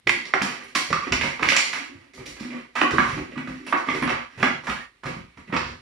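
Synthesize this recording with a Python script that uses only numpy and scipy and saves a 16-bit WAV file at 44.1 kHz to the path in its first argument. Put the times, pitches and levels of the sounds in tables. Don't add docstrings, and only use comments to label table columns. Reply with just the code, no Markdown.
import sys
import numpy as np
from scipy import signal
from scipy.fft import rfft, irfft
from scipy.io import wavfile
from scipy.ndimage import uniform_filter1d

SR = 44100
rng = np.random.default_rng(int(sys.argv[2]) if len(sys.argv) > 2 else 0)


def voltage_ratio(level):
    return 10 ** (np.asarray(level, float) / 20)


def master(y):
    cut = np.clip(np.atleast_2d(y).T, -1, 1)
    pcm = np.round(cut * 32767)
    wavfile.write(sys.argv[1], SR, pcm.astype(np.int16))


N = 256212

# (pitch [Hz], level [dB], time to fade by 60 dB [s])
HOLLOW_MODES = [(151.2, -15, 0.14), (245, -8.5, 0.15), (292, -9, 0.1007), (364, -3.5, 0.026),
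                (523, -1.5, 0.021), (659.4, -1.5, 0.0045)]
SHELL_MODES = [(635, -0.5, 0.016), (801, 0.5, 0.015), (923, 1.5, 0.0254), (1176, 5, 0.018),
               (1269, 4.5, 0.0205), (1733, 5, 0.005)]
WALL_MODES = [(1470, -15, 0.0077), (1690, -8.5, 0.01654), (1759, -5.5, 0.014), (1984, -5.5, 0.01207),
              (2130, -4, 0.016), (2310, 2, 0.0041), (2650, -5, 0.014), (2830, -3, 0.0024)]
CREASE_MODES = [(3053, 2.5, 0.00089), (5100, -2, 0.0024), (5733, -6, 0.0038), (6740, -4, 0.001158),
                (8350, -18, 0.0004), (9466, -21, 0.00172), (10600, -40, 0.001), (13730, -21, .0004)]

# (time [s], peak [dB], shell relative to peak [dB], creases relative to peak [dB])
KNOCKS = [(.337, -6, 0.5, -23.5), (.928, -7.5, -14, -22), (1.023, -34.5, -17, -24),
          (1.122, -1.5, -11.5, -19), (1.211, -2, -17.5, -27.5), (1.4262, -7.5, -3.5, -19),
          (2.366, -22.5, -14, -30.5), (2.983, -1, -4.5, -42), (3.377, -17.5, -5.5, -23.5),
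          (3.725, -4.5, 0, -66), (3.885, -7, -13, -58), (4.428, 2.5, -4, -29), (4.696, -12.5, -32.5, -23)]
BITES = [
    (0.071, -5.5, -16, -17.5),
    (0.0925, -4, -14.5, -13.5),
    (1.4873, 1, -36.5, -16),
    (1.503, -21.5, -22, 1.5),
    (1.52, -7, -8.5, -17),
    (1.564, -2.5, -14, -8),
    (1.575, -22.5, -45, -14),
    (2.814, -1, -9, -29),
    (5.5646, -3, -23, -23.5),
]
NUDGES = [(0.252, -55.5, -17, 16), (.419, -23, 7.5, -2), (0.904, -17, -6, -16), (1.069, -24, 0, -22),
          (1.234, -24, 7, -15), (1.393, -23, 5, -26), (2.533, -30.5, 0, -33), (2.908, -17.5, 2.5, -14.5),
          (3.175, -19.5, -2.5, -29.5), (3.358, -24.5, -11, -32), (3.474, -23.5, -3, -21),
          (3.771, -27.5, -3, -10), (4.0245, -9, -8, -29.5), (4.075, -15, 4.5, -22), (5.034, -27.5, 5, -14),
          (5.372, -33, -2, -21.5), (5.476, -31.5, -14, -31), (5.525, -14.5, -3.5, -32.5),
          (5.535, -16, 3, -19)]
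CRUMPLES = [(2.135, -33.5, -10, -8.5), (2.172, -32.5, -2.5, -36), (2.257, -29, -11.5, -7.5),
            (2.396, -36.5, 3.5, -5), (2.501, -26.5, -13, -47), (3.31, -27, -19, -28.5),
            (2.56, -48, 1.5, -24), (3.647, -38, -14, -18), (3.865, -24.5, -3, -22),
            (0.681, -44, -22.5, -9.5), (3.664, -24.5, 0.5, -15), (3.945, -22, -4, -17.5),
            (4.375, -31, 2, -19), (4.398, -24.5, -7.5, -26.5), (4.636, -33, -1, -16),
            (5.056, -22, 2, -17.5), (5.495, -38.5, 8.5, -29)]
CRUSHES = [
    (0.75, -6, -8, -14),
    (1.601, -21, -15.5, -3.5),
    (1.729, -16.5, -4, -14.5),
    (2.754, -9, -4, -26),
    (4.092, -10, -2, -28.5),
    (4.669, -11.5, 0.5, -24),
    (5.575, -26, -6, -26),
]
# (hollow air relative to peak [dB], crackle length [ms])
BLOW_KINDS = [
    (-22.5, 9.4),
    (-32.5, 6.37),
    (-9.5, 13.8),
    (-11, 35),
    (-23.5, 26.88),
]

# (from time [s], favoured wall pitch [Hz], favour [dB], crease brightness [dB per octave])
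POSES = [(0, 2130, 6, -4.5), (.085, 2100, 6, -3), (.24, 2050, 4, -8), (.4, 2100, -1, 0.5),
         (.74, 2100, 1, 0), (.89, 2070, -2.5, -6), (1.11, 2620, 2, -4.5), (1.2, 2130, 1.1, -2.5),
         (1.38, 2060, 3.97, -5), (1.48, 2318, 11.5, -1.5), (1.55, 2060, 5, -4), (1.72, 1950, -1.03, -1),
         (2.12, 2200, 4, 4), (2.35, 2200, 0.5, -1), (2.74, 1880, 1.5, 0), (2.805, 1900, 4, -2),
         (2.97, 1530, 3, -1.3), (3.3, 1870, 1.5, 1.5), (3.65, 2650, 3.5, -4.08), (3.72, 2000, 2.32, -4),
         (3.87, 2080, 3.37, -1.23), (4.01, 1680, 0.5, -7), (4.36, 2100, -2.9, 6), (4.42, 1900, 2, -8.5),
         (4.63, 1720, 0.5, 1), (5.02, 1900, -4.8, -0.6), (5.35, 1900, 4, 0.1), (5.51, 1700, -2, -1),
         (5.555, 1700, 9, -13)]
# (time [s], peak [dB], pitch [Hz], time to fade by 60 dB [s])
BOOMS = [(0.069, -17, 358, 0.085), (0.165, -31.5, 242, 0.248), (0.335, -27, 374, 0.25),
         (0.416, -20, 203, 0.15), (0.763, -23.5, 270, 0.0605), (0.908, -22.5, 289, 0.086),
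         (1.07, -24.5, 274, 0.176), (1.115, -17, 121, 0.095), (1.423, -10.5, 331, 0.0423),
         (1.801, -34.5, 277, 0.87), (1.897, -33.5, 261, 0.097), (2.187, -33, 383, 0.2),
         (2.408, -19, 236, 0.097), (2.451, -24, 247.4, 0.3), (2.815, -10, 300, 0.092),
         (2.935, -14, 335, 0.12), (2.989, -13, 236, 0.15), (2.83, -21, 245, 0.4), (3.165, -22, 298, 0.2),
         (3.372, -15.5, 245, 0.0727), (3.478, -27, 258, 0.45), (3.734, -19, 290, 0.18),
         (3.886, -20, 255, 0.2), (3.93, -24, 370, 0.3), (3.6, -36, 300, 0.4), (2.5, -30, 245, 0.4),
         (4.021, -15, 245.4, 0.164), (4.375, -28.5, 129, 0.25), (4.425, -13, 195, 0.077),
         (4.685, -20, 213.2, 0.1045), (5.052, -27, 130.4, 0.32), (5.167, -18, 176, 0.034),
         (5.37, -35.5, 155.6, 0.125), (0.907, -25.5, 156.5, 0.248), (1.223, -31, 144.2, 0.188),
         (1.95, -39, 100.4, 0.147), (2.915, -25, 152.7, 0.486), (3.13, -29, 159.4, 0.375),
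         (3.361, -29.5, 146.7, 0.28), (3.479, -27, 165, 0.15), (4.021, -29, 160, 0.347),
         (4.53, -32, 149, 0.3), (5.495, -26.5, 182, 0.136), (5.526, -23, 157.9, 0.2),
         (5.56, -34, 72.2, 0.9), (5.53, -23, 292, 0.1)]
# (time [s], peak [dB], pitch [Hz], time to fade by 60 dB [s])
BASE_RINGS = [(0.0952, -25.5, 1110, 0.094), (0.7552, -23, 1100, 0.2), (0.9274, -19, 1195, 0.22),
              (1.018, -28, 1173, 0.25), (0.98, -29, 1160, 0.3), (1.518, -28, 554, 0.16),
              (2.7545, -26, 1295, 0.2), (2.94, -27, 1150, 0.2), (2.8438, -20, 1131, 0.24),
              (3.018, -29, 1200, 0.33), (3.08, -33, 1113, 0.37), (3.3567, -27.5, 1176, 0.039),
              (3.4725, -32, 1260, 0.061), (3.7256, -19.5, 1179, 0.18), (3.76, -19, 1128, 0.13),
              (3.8831, -24, 1184, 0.28), (4.0244, -30, 1066, 0.4), (4.4275, -19, 1186, 0.23),
              (4.4725, -26, 1268, 0.13), (4.6723, -26, 964.6, 0.12), (4.6981, -26, 1253, 0.16),
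              (5.036, -38.5, 1262, 0.62), (5.5637, -27, 910, 0.15), (0.0735, -22, 2110, 0.045),
              (0.112, -34.5, 2065, 0.136), (4.805, -40, 1850, 0.3), (4.11, -36, 1690, 0.43),
              (4.1, -29.5, 2650, 0.117), (4.76, -37.5, 1690, 0.22), (4.45, -25.5, 1053, 0.1),
              (3.684, -36, 2700, 0.1)]
# (time [s], peak [dB], pitch [Hz], length [ms])
DENT_POPS = [(0.0735, -3.5, 2180, 2.2), (0.0934, 2, 2090, 2.6), (0.337, -2.5, 1890, 2.94),
             (0.416, -8.5, 2200, 2), (0.9275, -5, 1176, 4.5), (0.941, -12, 1150, 8), (0.955, -15, 1150, 12),
             (1.4557, -14, 2600, 2), (1.5025, -12, 4600, 1.2), (1.531, -9, 2500, 3),
             (1.536, -10, 2900, 2.5), (1.551, -11, 1500, 3), (1.5658, -5, 6600, 1.2), (1.570, -12, 5300, 3),
             (1.577, -8, 2500, 3), (1.604, -10, 2100, 4), (4.6732, -14, 1000, 2.5), (4.6865, -14, 1200, 3),
             (4.637, -26, 900, 2), (2.8245, -8, 1100, 2), (1.234, -12, 2100, 2), (0.0728, -8, 2900, 1.2),
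             (0.0955, -8, 2700, 1.5), (0.097, -14, 1400, 2), (0.419, -10, 1200, 1.5),
             (3.7255, -5, 1300, 1.6), (1.124, -5.5, 2560, 4.5), (1.4308, 0.5, 2040, 1.66),
             (1.488, -1, 2100, 2.5), (1.499, -9, 2550, 9.6), (1.566, -5.5, 2368, 3.66),
             (1.573, -2, 2200, 3.5), (1.733, -13, 1850, 3.5), (1.2115, -8, 2287, 2.1),
             (3.474, -20, 1300, 2), (4.0245, -14, 1100, 3.1), (2.8145, -5.5, 2500, 4),
             (0.3385, -4, 1236, 3.6), (0.0725, -14, 747, 4), (0.0945, -12, 1147, 3.9),
             (4.4295, -10.5, 540, 6.6), (0.7535, -4.5, 2040, 1.23), (1.5195, -6, 2200, 2),
             (4.435, -15.5, 1700, 1.18), (4.0956, -10, 2360, 2.2), (2.816, 2, 1010, 1.7),
             (2.983, 5, 1355, 2.5), (3.728, -8, 1392, 3.6), (3.885, -28, 1190, 1.7),
             (4.428, -2.5, 1568, 3.1), (5.528, -12, 288.2, 6.5), (5.549, -17, 408, 4.2),
             (5.5645, -7, 1070, 3.8)]
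# (time [s], peak [dB])
CAP_TICKS = [
    (0.2725, -55),
    (0.642, -51),
    (1.042, -51),
    (2.261, -46),
    (2.8194, -51.5),
    (3.666, -45.5),
    (3.6933, -47),
    (3.7863, -57),
    (4.0228, -32.5),
    (4.045, -60),
]
# (time [s], scraping [dB], hold [s])
SHOVES = [(.26, -25.5, 0.014), (.42, -19, 0.094), (.6, -27.5, 0.0273), (1.03, -24.5, 0.028),
          (1.24, -15, 0.0277), (1.445, -13, 0.021), (1.65, -26, 0.11), (1.86, -38, 0.185),
          (2.2, -39.5, 0.142), (2.43, -28, 0.011), (2.52, -32, 0.06), (2.785, -22.5, 0.02),
          (1.5, -19.5, 0.037), (2.95, -17, 0.178), (3.45, -33, 0.131), (3.9, -20.5, 0.041),
          (4.3, -33.5, 0.152), (4.58, -34, .08), (4.9, -48, .1), (2.66, -47, .07), (.68, -42, .06),
          (3.6, -42, .05), (5.2, -43.5, 0.17), (5.4, -43, .08), (5.64, -24, 0.0497)]
# (time [s], level [dB], hold [s])
FOOTFALLS = [(.07, -39.5, 0.01), (.335, -87, .01), (.41, -41.5, 0.0095), (.77, -64, .02),
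             (.9, -41.5, 0.038), (1.12, -35, 0.058), (1.22, -40, 0.023), (1.43, -37.5, 0.017),
             (1.96, -67, 0.033), (2.19, -48.5, 0.1056), (2.42, -52, 0.0146), (2.52, -69.5, 0.018),
             (2.81, -65, .02), (2.93, -36.5, 0.039), (3.05, -38, 0.16), (3.49, -45.5, 0.0087),
             (3.77, -61.5, 0.025), (3.9, -43.5, 0.258), (4.39, -48, 0.065), (4.53, -52, 0.057),
             (4.69, -44, 0.022), (5.06, -47.5, 0.059), (5.2, -50, 0.075), (5.38, -52, 0.027),
             (5.54, -43, 0.18)]

# (pitch [Hz], time to fade by 60 dB [s])
ECHO_TIMES = [(80, 0.26), (250, 0.31), (600, 0.47), (1500, 0.5), (4000, 0.55), (10000, 0.43), (14000, 0.42)]
# (pitch [Hz], left-right likeness [0 to 1])
LIKENESS = [(60, 1), (130, 1), (290, 0.75), (640, 0.46), (1410, 0.068), (3100, 0.1), (6820, 0.4),
            (15000, .05)]
# (pitch [Hz], level [dB per Hz])
HUSH_COLOUR = [(24, -12), (45, -6), (125, -19.5), (401, -15), (597, -26), (1920, -22), (4000, -23),
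               (13000, -48.5)]
# (pitch [Hz], left minus right [dB])
PORT_COLOUR = [(150, -0.55), (700, 0.5), (2050, -5.5), (3600, -4), (6500, 1.7), (9800, 26.5), (12000, 10.5),
               (15000, 2)]

SHOVE_RISE_DB_S, SHOVE_FALL_DB_S, REST_DB = 387.5, 200, -53
STEP_RISE_DB_S, STEP_FALL_DB_S, STILL_DB = 898, 221, -71
ROLL_DB, CRINKLE_DB = 5, -20
FAVOUR_OCTAVES, CREASE_PIVOT_HZ = 0.15, 6040
KITCHEN_DB, HUSH_DB = 5.5, -61.5
KNEE_S, KNEE_DB = 0.18, -11
CLOSE_DB, LEAVING_S = 3.5, 0.94
GATE_DB, GATE_SLOPE, GATE_DEPTH_DB, GATE_RELEASE_DB_S = -41, 0.3, 5, 250
TOP_HZ = 15100


def rms_one(x):
    return x / np.sqrt(np.mean(x ** 2) + 1e-20)


def at_hz(points, hz):
    table_hz, value = np.transpose(points)
    return np.interp(np.log(hz + 1), np.log(table_hz), value)


def band(x, low_hz, high_hz):
    limits = [low_hz, min(high_hz, 0.47 * SR)]
    return signal.sosfilt(signal.butter(2, limits, "band", fs=SR, output="sos"), x)


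def ring(clicks, hz, t60):
    r, w = voltage_ratio(-60 / (t60 * SR)), 2 * np.pi * hz / SR
    return signal.lfilter([0, np.sin(w)], [1, -2 * r * np.cos(w), r * r], clicks + 1e-18)


def grains(per_s, spread_db):
    at = np.flatnonzero(rng.random(N) < per_s / SR)
    size = voltage_ratio(spread_db * np.minimum(rng.exponential(1, N)[at], 3))
    clicks = np.zeros(N)
    clicks[at] = size * np.sign(rng.random(N)[at] - 0.5)
    return rms_one(clicks)


def alike_pair(a, b):
    alike = np.clip(at_hz(LIKENESS, np.arange(len(a) // 2 + 1) * SR / len(a)), -0.99, 0.99)
    mid = rfft(a) * np.sqrt(1 + alike)
    side = rfft(b) * np.sqrt(1 - alike)
    return irfft([mid + side, mid - side], len(a))


def swells(rows, rise_db_s, fall_db_s, rest_db):
    t, level = np.arange(N) / SR, np.full(N, float(rest_db))
    for s, db, hold_s in rows:
        rising = rise_db_s * np.maximum(s - t, 0)
        falling = fall_db_s * np.maximum(t - s - hold_s, 0)
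        level = np.maximum(level, db - rising - falling)
    return level


def struck(rows, rise_s, beat, partner, offset_db):
    out, t = np.zeros(N + SR), np.arange(SR // 2) / SR
    for (s, db, hz, t60), phase in zip(rows, rng.random(len(rows))):
        first = np.sin(2 * np.pi * hz * t)
        second = np.sin(2 * np.pi * (hz * (1 + beat) * t + phase))
        level = voltage_ratio(db + offset_db - 60 * t / t60) * (1 - np.exp(-t / rise_s))
        out[int(s * SR):][:len(t)] += level * (first + partner * second)
    return out[:N]


def hush():
    pair = alike_pair(*rng.standard_normal((2, N)))
    colour = voltage_ratio(at_hz(HUSH_COLOUR, np.arange(N // 2 + 1) * SR / N))
    return voltage_ratio(HUSH_DB) * rms_one(irfft(rfft(pair) * colour, N))


def paws(thump_db):
    steps = grains(360, spread_db=1.0)
    boards = -0.25 * ring(steps, 48, 0.12) + ring(steps, 73, 0.14) + 1.5 * ring(steps, 120, 0.08)
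    return voltage_ratio(thump_db) * rms_one(band(boards, 24, 310))


def blows():
    rows = []
    for kind, (hollow_db, ms) in zip((KNOCKS, BITES, NUDGES, CRUMPLES, CRUSHES), BLOW_KINDS):
        for s, db, shell_db, crease_db in kind:
            rows.append((s, db, hollow_db, shell_db, crease_db, ms))
    return np.array(rows)


def lean_db(hz):
    s, best_hz, favour_db, tilt_db = np.transpose(POSES)
    if hz > 3050:
        db = tilt_db * max(np.log2(hz / CREASE_PIVOT_HZ), -0.3)
    else:
        nearness = np.exp(-(np.log2(hz / best_hz) / FAVOUR_OCTAVES) ** 2)
        db = favour_db * (nearness - 0.6) * (hz > 1400)
    pose = np.searchsorted(s, np.arange(0, N, 64) / SR) - 1
    return db[np.clip(pose, 0, None)]


def part(modes, blow_db, rub_db, crackle_db, uneven_db):
    rows = blows()
    at, ms = (rows[:, 0] * SR).astype(int), np.clip(rows[:, 5], 0.5, 60)
    fading = np.zeros(N)
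    for start, level, length in zip(at, voltage_ratio(blow_db), ms):
        tail = np.exp(-np.arange(min(N - start, 8000)) / (length * SR / 1000))
        fading[start:start + len(tail)] += level * tail
    push = (voltage_ratio(crackle_db) * fading + voltage_ratio(rub_db)) * grains(2500, spread_db=5.5)
    sharp_db = blow_db - 0.5 * ms
    chance = rng.standard_normal((len(at), len(modes)))
    out = 0
    for k, (hz, db, t60) in enumerate(modes):
        clicks = push.copy()
        clicks[at] += voltage_ratio(sharp_db + uneven_db * chance[:, k])
        grip = np.repeat(voltage_ratio(lean_db(hz)), repeats=64)[:N]
        out = out + voltage_ratio(db) * (-1) ** k * ring(clicks * grip, hz, t60)
    return band(out, 0.72 * modes[0][0], 1.8 * modes[-1][0])


def bottle(roll_db, scrape_db, crinkle_db):
    s, peak, hollow, shell, crease, ms = blows().T
    boom = part(HOLLOW_MODES, peak + hollow + 0.042, roll_db - 49.5, crackle_db=-22.0, uneven_db=7.0)
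    knock = part(SHELL_MODES, peak + shell - 4.0, scrape_db - 46.5, crackle_db=-30.5, uneven_db=-0.5)
    clack = part(WALL_MODES, peak - 12.0, scrape_db - 32.5, crackle_db=-16.5, uneven_db=4.5)
    snap = part(CREASE_MODES, peak + crease + 0.11, crinkle_db - 16.0, crackle_db=-10.0, uneven_db=-2.0)
    air = struck(BOOMS, rise_s=0.0014, beat=0.237, partner=0.42, offset_db=-5.5)
    return boom + knock + clack + snap + air + cap()


def pops():
    out = np.zeros(N)
    for s, db, hz, ms in DENT_POPS:
        samples = max(ms, 0.5) * SR / 1000
        u = np.arange(int(samples)) / samples
        cycles = hz * ms / 1000 * (1.228 * u - 0.18 * u ** 2)
        out[int(s * SR):][:len(u)] += voltage_ratio(db - 5.5) * np.sin(np.pi * u) ** 2 * np.sin(2 * np.pi * cycles)
    return out


def flutter(rate_hz, depth_db):
    r = np.exp(-2 * np.pi * rate_hz / SR)
    wander = rms_one(signal.lfilter([1], [1, -2 * r, r * r], rng.standard_normal(N)))
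    return rms_one(voltage_ratio(depth_db * np.tanh(wander)))


def cap():
    s, db = np.transpose(CAP_TICKS)
    fading = np.zeros(N)
    fading[(s * SR).astype(int)] = voltage_ratio(db - 6.0)
    fading = signal.lfilter([1], [1, -np.exp(-1 / (0.0033 * SR))], fading)
    return fading * rms_one(band(grains(2700, spread_db=2.5), 9320, 10330))


def kitchen(x):
    size, places = SR * 3 // 4, 6
    t = np.arange(size) / SR
    left_right = alike_pair(*rng.standard_normal((2, size * places))).reshape(2, places, size)
    edges, echo = 40 * 2 ** np.arange(0, 9.1, 0.5), 0
    for low, high in zip(edges, edges[1:]):
        t60 = at_hz(ECHO_TIMES, np.sqrt(low * high))
        echo = echo + band(left_right, low, high) * voltage_ratio(-60 * t / t60)
    build_up = 1 - np.exp(-t / 0.0033)
    echo = echo * build_up * voltage_ratio(KNEE_DB / (1 + np.exp((KNEE_S - t) / 0.012)))
    echo = echo / np.sqrt(np.sum(echo ** 2) / (2 * places))
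    turn = np.arange(N) / SR / 0.025 % places
    share = [np.clip(1 - np.abs((turn - k + 3) % places - 3), 0, 1) ** 0.5 for k in range(places)]
    return signal.fftconvolve((x * share)[None], echo, axes=2).sum(axis=1)[:, :N]


def scene():
    thump_db = swells(FOOTFALLS, STEP_RISE_DB_S, STEP_FALL_DB_S, STILL_DB)
    scrape_db = swells(SHOVES, SHOVE_RISE_DB_S, SHOVE_FALL_DB_S, REST_DB)
    direct = bottle(scrape_db + ROLL_DB, scrape_db, scrape_db + CRINKLE_DB)
    base = struck(BASE_RINGS, rise_s=0.001, beat=-0.055, partner=0.55, offset_db=1.0)
    boards = paws(thump_db)
    dents = pops()
    left, right = voltage_ratio(KITCHEN_DB) * kitchen(direct + 0.18 * base + 0.75 * dents + 0.68 * boards)
    room = np.array([0.94 * np.roll(left, shift=26) + 0.15 * np.roll(left, shift=2), right])
    near = (direct + dents) * voltage_ratio(CLOSE_DB * np.exp(-np.arange(N) / SR / LEAVING_S))
    round_the_case = 0.6 * np.roll(near, shift=2) + 0.32 * np.roll(near, shift=26)
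    base_pair = base * flutter(rate_hz=35.0, depth_db=4.0) * voltage_ratio([[-1.5], [0]])
    return np.array([round_the_case, near]) + base_pair + room + boards + hush()


def gate(x):
    fall_db = GATE_RELEASE_DB_S * np.arange(N) / SR
    level_db = 10 * np.log10(uniform_filter1d(np.mean(x ** 2, axis=0), size=441) + 1e-12)
    held_db = np.maximum.accumulate(level_db + fall_db) - fall_db
    cut_db = np.clip(GATE_SLOPE * (GATE_DB - held_db), 0, GATE_DEPTH_DB)
    return x * voltage_ratio(-uniform_filter1d(cut_db, size=221))


def top_cut(x):
    return signal.sosfilt(signal.butter(12, 15890, fs=SR, output="sos"), x)


def record(dry):
    tilt = at_hz(PORT_COLOUR, np.arange(1025) * SR / 2048) * np.log(10) / 40 * [[1], [-1]]
    cepstrum = irfft(tilt)
    cepstrum[:, 1:1024] *= 2
    cepstrum[:, 1025:] = 0
    heard = signal.fftconvolve(dry, irfft(np.exp(rfft(cepstrum))), axes=1)[:, :N]
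    treble_cut = signal.cheby2(10, 30, TOP_HZ + 500, fs=SR, output="sos")
    heard = signal.sosfilt(treble_cut, band(heard, 45, 19000))
    mix = np.clip(1.6 * np.tanh(gate(heard) / 1.6), -1, 1)
    return top_cut(mix)


dry = scene()
out = record(dry)
master(out)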